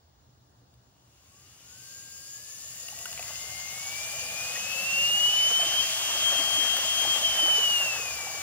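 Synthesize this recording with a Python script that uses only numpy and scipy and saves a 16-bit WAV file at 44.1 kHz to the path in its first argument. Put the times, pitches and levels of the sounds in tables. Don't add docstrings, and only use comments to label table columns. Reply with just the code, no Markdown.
import sys
import numpy as np
from scipy import signal
from scipy.fft import rfft, irfft, next_fast_len
from scipy.io import wavfile
from scipy.ndimage import uniform_filter1d, map_coordinates

SR = 44100
rng = np.random.default_rng(int(sys.argv[2]) if len(sys.argv) > 2 else 0)


def to_wav(sig):
    pcm = np.clip(np.atleast_2d(sig), -1, 1) * 32767
    pcm = np.round(pcm).astype(np.int16)
    wavfile.write(sys.argv[1], SR, pcm.T)


N = 371674


def amp(db):
    return 10 ** (np.asarray(db) / 20)


def unit(x):
    return x / np.sqrt(np.mean(x ** 2) + 1e-20)


def along(points, hz):
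    f, value = np.transpose(points)
    return np.interp(np.log(hz + 1), np.log(f + 1), value)


def curves(rows):
    s, *columns = np.transpose(rows)
    t = np.arange(N) / SR
    return [np.interp(t, s, column) for column in columns]


def wobble(rate):
    knots = rng.standard_normal(int(N * rate / SR) + 4)
    return map_coordinates(knots, [np.arange(N) * rate / SR])


def filtered(x, response):
    m = next_fast_len(N + SR // 2)
    spectrum = rfft(x, m) * response(np.fft.rfftfreq(m, 1 / SR))
    return irfft(spectrum, m)[..., :N]


def resonances(modes):
    def mode(f, center, width, db):
        return amp(db) * 1j * f * width / (center * center - f * f + 1j * f * width)

    return lambda f: sum((-1) ** k * mode(f, *row) for k, row in enumerate(modes))


def rush(gain, alike, patchy_db):
    z = signal.stft(rng.standard_normal((2, N)), nperseg=512)[2]
    field = rng.standard_normal(z.shape[1:])
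    field = uniform_filter1d(field, size=6, axis=0)
    field = uniform_filter1d(field, size=10, axis=1)
    pair = signal.istft(z * amp(patchy_db * unit(field)), nperseg=512)[1][:, :N]

    def mid_side(hz):
        turn = np.arccos(np.clip(along(alike, hz), -1, 1)) / 2
        return gain(hz) * np.array([np.cos(turn), np.sin(turn)])

    mid, side = filtered(pair, mid_side)
    return unit(np.array([mid + side, mid - side]))


# frequency in Hz, phase lead in radians.
LEFT_LEAD = [(0, 0), (950, 0), (1460, .8), (2760, 1.4), (3270, 2.1), (5080, 2.7), (5860, 2.5), (8790, 3.7),
             (9730, 5.4), (10900, 6.1), (11400, 10.7), (12000, 10.7), (14200, 12.6), (16600, 13.1)]
# frequency in Hz, left minus right in dB.
LEFT_BALANCE = [(60, -2), (110, 13), (200, -1), (380, 1), (700, 1), (1290, 0), (2380, 0.5), (4400, 5.5),
                (8120, 3.5), (15000, 2)]


def ports(pair):
    side = np.array([[.5], [-.5]])
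    f, lead = np.transpose(LEFT_LEAD)

    def response(hz):
        return amp(side * along(LEFT_BALANCE, hz)) * np.exp(1j * side * np.interp(hz, f, lead))

    return filtered(pair, response)


# time in seconds, gear mesh frequency in Hz.
GEAR_SPEED = [(0, 700), (.9, 775), (1.3, 1082), (1.8, 1545), (1.95, 1597), (2.2, 1602), (2.8, 1844),
              (3.43, 2106), (3.7, 2125), (4.04, 2375), (4.33, 2405), (4.66, 2566), (5.38, 2995),
              (5.65, 3104), (5.88, 3177), (6.15, 3178), (6.35, 3189), (6.5, 3183), (6.66, 3187),
              (6.82, 3178), (7.14, 3194), (7.3, 3136), (7.54, 3032), (7.78, 2830), (7.99, 2564),
              (8.2, 2325), (8.43, 2308)]
INERTIA_S = .08


def mesh_hz():
    return uniform_filter1d(curves(GEAR_SPEED)[0], size=round(INERTIA_S * SR), mode="nearest")


def by_speed(rows):
    f, *columns = np.transpose(rows)
    hz = mesh_hz()
    return [np.interp(hz, f, column) for column in columns]


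# mesh frequency in Hz, left level in dB, right level in dB.
WHINE_LEVELS = [(905, -94, -92), (1120, -72, -73), (1300, -77, -78), (1500, -66, -64), (1670, -58, -62),
                (1780, -65, -67), (1950, -57, -61), (2130, -45, -69), (2170, -44.5, -50), (2240, -46, -46),
                (2330, -37, -44), (2388, -39, -41.5), (2462, -37.5, -37.5), (2520, -38, -40.5),
                (2609, -32.5, -41), (2680, -32, -31.5), (2790, -25, -25.5), (2920, -22.5, -24),
                (3095, -24, -21.5), (3103, -32, -26.5), (3155, -19.5, -26.5), (3155, -26, -27.5),
                (3176, -36, -33.5), (3184.6, -25.5, -29), (3205, -20.5, -22)]
# multiple of the mesh frequency, level in dB before the load gain.
SHAFT_ORDERS = [(.9, -54), (1.1, -50), (1.385, -52), (1.735, -56), (2.075, -48), (2.42, -56)]
ECHO_DB, ECHO_T60_S = -12, .35


def whine():
    hz = mesh_hz()
    lead, = by_speed(LEFT_LEAD)
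    phase = 2 * np.pi * np.cumsum(hz + 3 * wobble(40)) / SR
    flutter = amp(1.7 * np.array([wobble(28), wobble(28)]))
    two_sides = np.sin(phase + np.array([lead, -lead]) / 2)
    tone = np.sqrt(2) * two_sides * amp(by_speed(WHINE_LEVELS)) * flutter

    t = np.arange(SR // 4) / SR
    tail = rng.standard_normal((2, len(t))) * amp(-60 * t / ECHO_T60_S)
    tail = tail / np.linalg.norm(tail[0])
    echoes = signal.fftconvolve(tone, tail, axes=1)[:, :N]
    tone = tone + amp(ECHO_DB) * echoes

    orders = 0
    for multiple, db in SHAFT_ORDERS:
        orders = orders + amp(db + 3 * wobble(6.5)) * np.sin(multiple * phase + .6 * wobble(30))
    load = amp(3) * (hz / 3180) ** 8
    return tone + ports(np.array([orders, orders]) * load)


# frequency in Hz, relative level in dB per Hz.
HISS_COLOR = [(530, -28.5), (900, -17.5), (2430, -8.5), (2770, -12), (3010, -6), (3120, -18), (3240, -10.5),
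              (3360, -5), (3780, -9), (6640, -1.5), (7390, -7), (9730, -12.5), (15700, -17.5)]
# frequency in Hz, width in Hz, relative level in dB.
HOUSING_MODES = [(3490, 130, -14), (4844, 420, -2.5), (5700, 480, -5), (6820, 415, 4), (10130, 2200, -10),
                 (12900, 2500, -12.5), (15500, 910, -14)]
# frequency in Hz, width in Hz, relative level in dB.
MOUNT_MODES = [(1100, 43, -9.5), (2855, 284, 0)]
# frequency in Hz, likeness from -1 to 1.
LIKENESS = [(300, 0.65), (1000, 0.52), (1600, 0.62), (3000, 0.25), (6800, 0.7), (10000, 0.4), (15000, 0.66)]
# mesh frequency in Hz, level shared by hiss and ring in dB,
# housing ring over hiss in dB.
WHIR_LEVELS = [(700, -75.5, 2), (810, -71.5, 0), (1015, -63, -1), (1150, -58, 3), (1365, -55, 0.5),
               (1610, -45.5, 9), (1844, -41.5, 9), (2070, -39, 3), (2444, -35.5, 0.5), (2820, -33.5, -4),
               (3166, -31.5, -7.5)]
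LOAD_DB = 1.5


def whir():
    level_db, ring_db = by_speed(WHIR_LEVELS)
    hiss = rush(lambda hz: amp(along(HISS_COLOR, hz)), LIKENESS, patchy_db=1.6)
    low_hiss = filtered(hiss, lambda hz: 1 / (1 + (hz / 3600) ** 6))
    high_hiss = hiss - low_hiss
    ring = rush(resonances(HOUSING_MODES), LIKENESS, patchy_db=2.0)
    mount = amp(-6.5) * rush(resonances(MOUNT_MODES), LIKENESS, patchy_db=1.5)
    share = 1 / np.sqrt(1 + amp(2 * ring_db))
    gain = amp(level_db + 0.16 * wobble(12)) * share
    return ports(gain * (high_hiss + amp(LOAD_DB) * (low_hiss + mount) + amp(ring_db) * ring))


# multiple of the mesh frequency, relative level in dB, mesh frequency in Hz where it is loudest.
BLADE_ORDERS = [(0.0682, -6, 2750), (0.2074, -5, 2690), (.2768, -5.5, 1790), (.346, -6, 2100)]
# frequency in Hz, gain in dB.
TUB_GAIN = [(100, -25), (210, -6.5), (400, -14.5), (500, -2.5), (570, -6), (650, 4), (730, 3), (830, 0.5),
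            (920, -12), (1200, -5)]
BLADE_RANGE_HZ, BLADE_FADE_DB = 447, 7.5


def blades():
    mesh = mesh_hz()
    phase = 2 * np.pi * np.cumsum(mesh) / SR

    def blur():
        return wobble(85) * amp(2 * wobble(4))

    hum = 0
    for multiple, db, loudest_hz in BLADE_ORDERS:
        nearness = np.exp(-((mesh - loudest_hz) / BLADE_RANGE_HZ) ** 2)
        gain = amp(db - BLADE_FADE_DB * (1 - nearness))
        hum = hum + gain * (blur() * np.sin(multiple * phase) + blur() * np.cos(multiple * phase))
    return filtered(hum, lambda hz: amp(along(TUB_GAIN, hz)))


def bubbles(s, db, hz, t60, rise):
    t = np.arange(SR // 16) / SR
    life = t / t60[:, None]
    turns = hz[:, None] * t * (1 + rise * life)
    fade = amp(db[:, None] - 60 * life)
    soft = 1 - np.exp(-hz[:, None] * t)
    rows = fade * soft * np.sin(2 * np.pi * turns)
    at = np.round(s * SR).astype(int)[:, None] + np.arange(len(t))
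    return np.bincount(at.ravel(), rows.ravel(), N + SR)[:N]


# time in seconds, churn level in dB, blade hum gain over churn in dB.
CHURN_LEVELS = [(.9, -75, -4), (1.6, -68.5, 9), (2.6, -66, 2.5), (3.1, -54, -1.5), (3.55, -53, -4),
                (4.65, -46.5, 2), (5.4, -44.5, -1), (6.2, -42, -2), (7.3, -40.5, -2), (7.7, -40.5, -7),
                (8.1, -44.5, -5.5), (8.43, -42.5, -6)]
# frequency in Hz, relative level in dB per Hz.
FROTH_COLOR = [(88, -45), (150, -14), (205, -16.5), (312, -7), (450, -9), (640, 2), (718, -0.5), (816, 2),
               (985, -9.5), (1130, 2), (1300, -1.5), (1650, 1.5), (2400, -8), (3120, -14), (5280, -120)]
# time of the peak in seconds, rise in dB, length in seconds.
WAVE_SURGES = [(3.202, 7.5, 0.015), (3.297, 6, 0.025), (4.413, 3, 0.037), (5.216, 3, .04),
               (5.516, 4.5, .02), (5.622, 6, 0.046), (5.74, 4.5, 0.032), (6.154, 3, 0.047),
               (6.33, 5.5, 0.059), (6.428, 5, .04), (6.542, 3.5, 0.014), (6.654, 3.5, 0.025),
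               (6.774, 2.5, .05), (7.054, 2.5, .04), (7.164, 5.5, 0.026), (7.368, 4.5, 0.024),
               (7.491, 5.5, .03), (7.605, 2.5, 0.033), (7.83, 4, .03), (7.946, 4, 0.059)]
# start in seconds, level in dB before the soft start, starting pitch in Hz,
# seconds to fade by 60 dB (held to 0.1 at most when played).
BIG_BUBBLES = [(2.925, -42, 795, 0.055), (3.056, -28.5, 1425, 0.03), (3.194, -32.5, 680, 0.051),
               (4.558, -30, 1850, 0.08), (5.399, -42, 640, 0.063), (5.594, -29, 698, 0.079),
               (5.629, -32, 640, 0.078), (5.66, -39, 320, .09), (6.14, -43, 350, 0.094),
               (6.39, -34, 280, .09), (6.159, -36, 634, 0.045), (6.399, -35, 627, 0.06),
               (6.579, -36.5, 295, 0.11), (6.739, -30, 690, 0.045), (6.849, -31, 620, 0.067),
               (7.051, -25.5, 778, 0.051), (7.069, -38, 320, 0.096), (7.089, -43, 1160, 0.056),
               (7.429, -34, 309, 0.13), (7.482, -29, 599, 0.054), (7.581, -31.5, 426, 0.092),
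               (7.799, -35.5, 622, 0.1), (8.269, -32, 760, 0.044)]


def water():
    level_db, hum_db = curves(CHURN_LEVELS)
    t = np.arange(N) / SR
    surge_db = 0.58 * wobble(14)
    for s, db, length in WAVE_SURGES:
        surge_db = surge_db + db * np.exp(-((t - s) / length) ** 2)
    froth = rush(lambda hz: amp(along(FROTH_COLOR, hz)), LIKENESS, patchy_db=1.0)

    count = 2500
    start = rng.random(count) * N / SR
    hz = np.clip(830 * np.exp(.3 * rng.standard_normal(count)), 430, 4000)
    size_db = np.minimum(-3.5 * np.log(1 - rng.random(count)), 12)
    swarm = unit(bubbles(start, size_db, hz, np.minimum(17.8 / hz, .06), rise=0.29))

    s, db, pitch_hz, t60 = np.transpose(BIG_BUBBLES)
    plops = bubbles(s, db, pitch_hz, np.clip(t60, .01, .1), rise=0.166)
    churn = amp(surge_db) * (amp(-2.5) * froth + amp(-7.5) * swarm)
    wash = churn + amp(hum_db) * blades()
    return ports(amp(level_db) * wash + plops)


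# start in seconds, level in dB before shaping, ring pitch in Hz, extra crack level in dB.
DROP_SNAPS = [(0.7394, -52, 4600, -2), (0.8987, -66, 5640, -2), (2.885, -22, 2800, -7.5),
              (2.902, -33, 6900, -5), (2.989, -26.5, 2740, -4), (3.056, -19.5, 2810, -5),
              (3.1284, -30.5, 2580, 4), (3.176, -23, 2370, -7), (3.1932, -20.5, 2590, -11),
              (3.226, -27, 2500, -0.5), (3.28, -28.5, 2580, -1), (3.3554, -25.5, 2700, -6),
              (6.5416, -16, 3120, -7), (6.767, -18, 3300, 0.5)]


def snaps():
    out, t = np.zeros(N + SR), np.arange(SR // 40) / SR
    soft = 1 - np.exp(-t / .0004)
    crack_fade, ring_fade = amp(-60 * t / 0.022), amp(-60 * t / 0.02)
    for s, db, hz, crack_db in DROP_SNAPS:
        crack = amp(crack_db) * crack_fade * rng.standard_normal(len(t))
        ring = .5 * ring_fade * np.sin(2 * np.pi * hz * t)
        out[round(s * SR):][:len(t)] += amp(db) * soft * (crack + ring)
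    wet = filtered(out[:N], lambda hz: 1j * hz / (1100 + 1j * hz) / (1 + 1j * hz / 13000) ** 2)
    return ports(np.array([wet, wet]))


# time in seconds, drone level in dB, deep rumble level in dB.
RUMBLE_LEVELS = [(0.0, -70, -69), (0.21, -67, -66), (0.44, -67, -71), (2.58, -65, -72.5), (2.79, -64, -68),
                 (3.45, -58.5, -65.5), (4.98, -58, -67), (8.19, -61, -61), (8.43, -62, -62)]
# frequency in Hz, relative level in dB per Hz.
RUMBLE_COLOR = [(15, -48), (30, -34), (42, -48), (54, -1.5), (80, 2), (100, -3), (120, 2.5), (140, -5),
                (200, -8), (260, -13.5), (340, -36), (570, -120)]
# frequency in Hz, relative level in dB per Hz.
GARDEN_COLOR = [(120, -38), (200, -32), (277, -3.5), (320, -7), (550, -10.5), (800, -9), (1400, -15),
                (2200, -35), (3500, -18), (5600, -19.5), (7000, -28), (8500, -42), (12000, -50),
                (15100, -42)]
# frequency in Hz, level in dB around which it wavers.
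THIN_TONES = [(15345, -96), (15620, -79)]
RUMBLE_WAVER_DB = .8
HUM_HZ, HUM_DRIFT_HZ, HUM_DB = 121.6, 3, -68.5


def background():
    drone_db, deep_db = curves(RUMBLE_LEVELS)
    # frequency in Hz, likeness of left and right
    near_mono = [(30, .84), (100, .93), (250, .85)]
    wide = [(250, 0.68), (640, .05), (1400, -0.7), (6800, 0.019), (15000, 0.26)]

    rumble = rush(lambda hz: amp(along(RUMBLE_COLOR, hz)), near_mono, patchy_db=0.5)
    drone = filtered(rumble, lambda hz: 1 / (1 + (88 / (hz + 1)) ** 8))
    deep = rumble - drone
    low_rumble = amp(drone_db + RUMBLE_WAVER_DB * wobble(3)) * unit(drone)
    low_rumble = low_rumble + amp(deep_db + RUMBLE_WAVER_DB * wobble(5)) * unit(deep)

    hum = np.sin(2 * np.pi * np.cumsum(HUM_HZ + HUM_DRIFT_HZ * wobble(3)) / SR)
    hum = amp(HUM_DB + 3.2 * wobble(7.4)) * hum

    air = rush(lambda hz: amp(along(GARDEN_COLOR, hz)), wide, patchy_db=1.2)
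    top = filtered(rng.standard_normal(N), lambda hz: 1 / (1 + ((hz - 15600) / 200) ** 2))
    t = np.arange(N) / SR
    tones = sum(amp(db + wobble(5)) * np.sin(2 * np.pi * hz * t) for hz, db in THIN_TONES)
    return low_rumble + hum + amp(-67.5) * air + amp(-89) * unit(top) + tones


def scene():
    return whine() + whir() + water() + snaps() + background()


TOP_HZ = 15760


def record(dry):
    return filtered(dry, lambda hz: hz < TOP_HZ)


dry = scene()
out = record(dry)
to_wav(out)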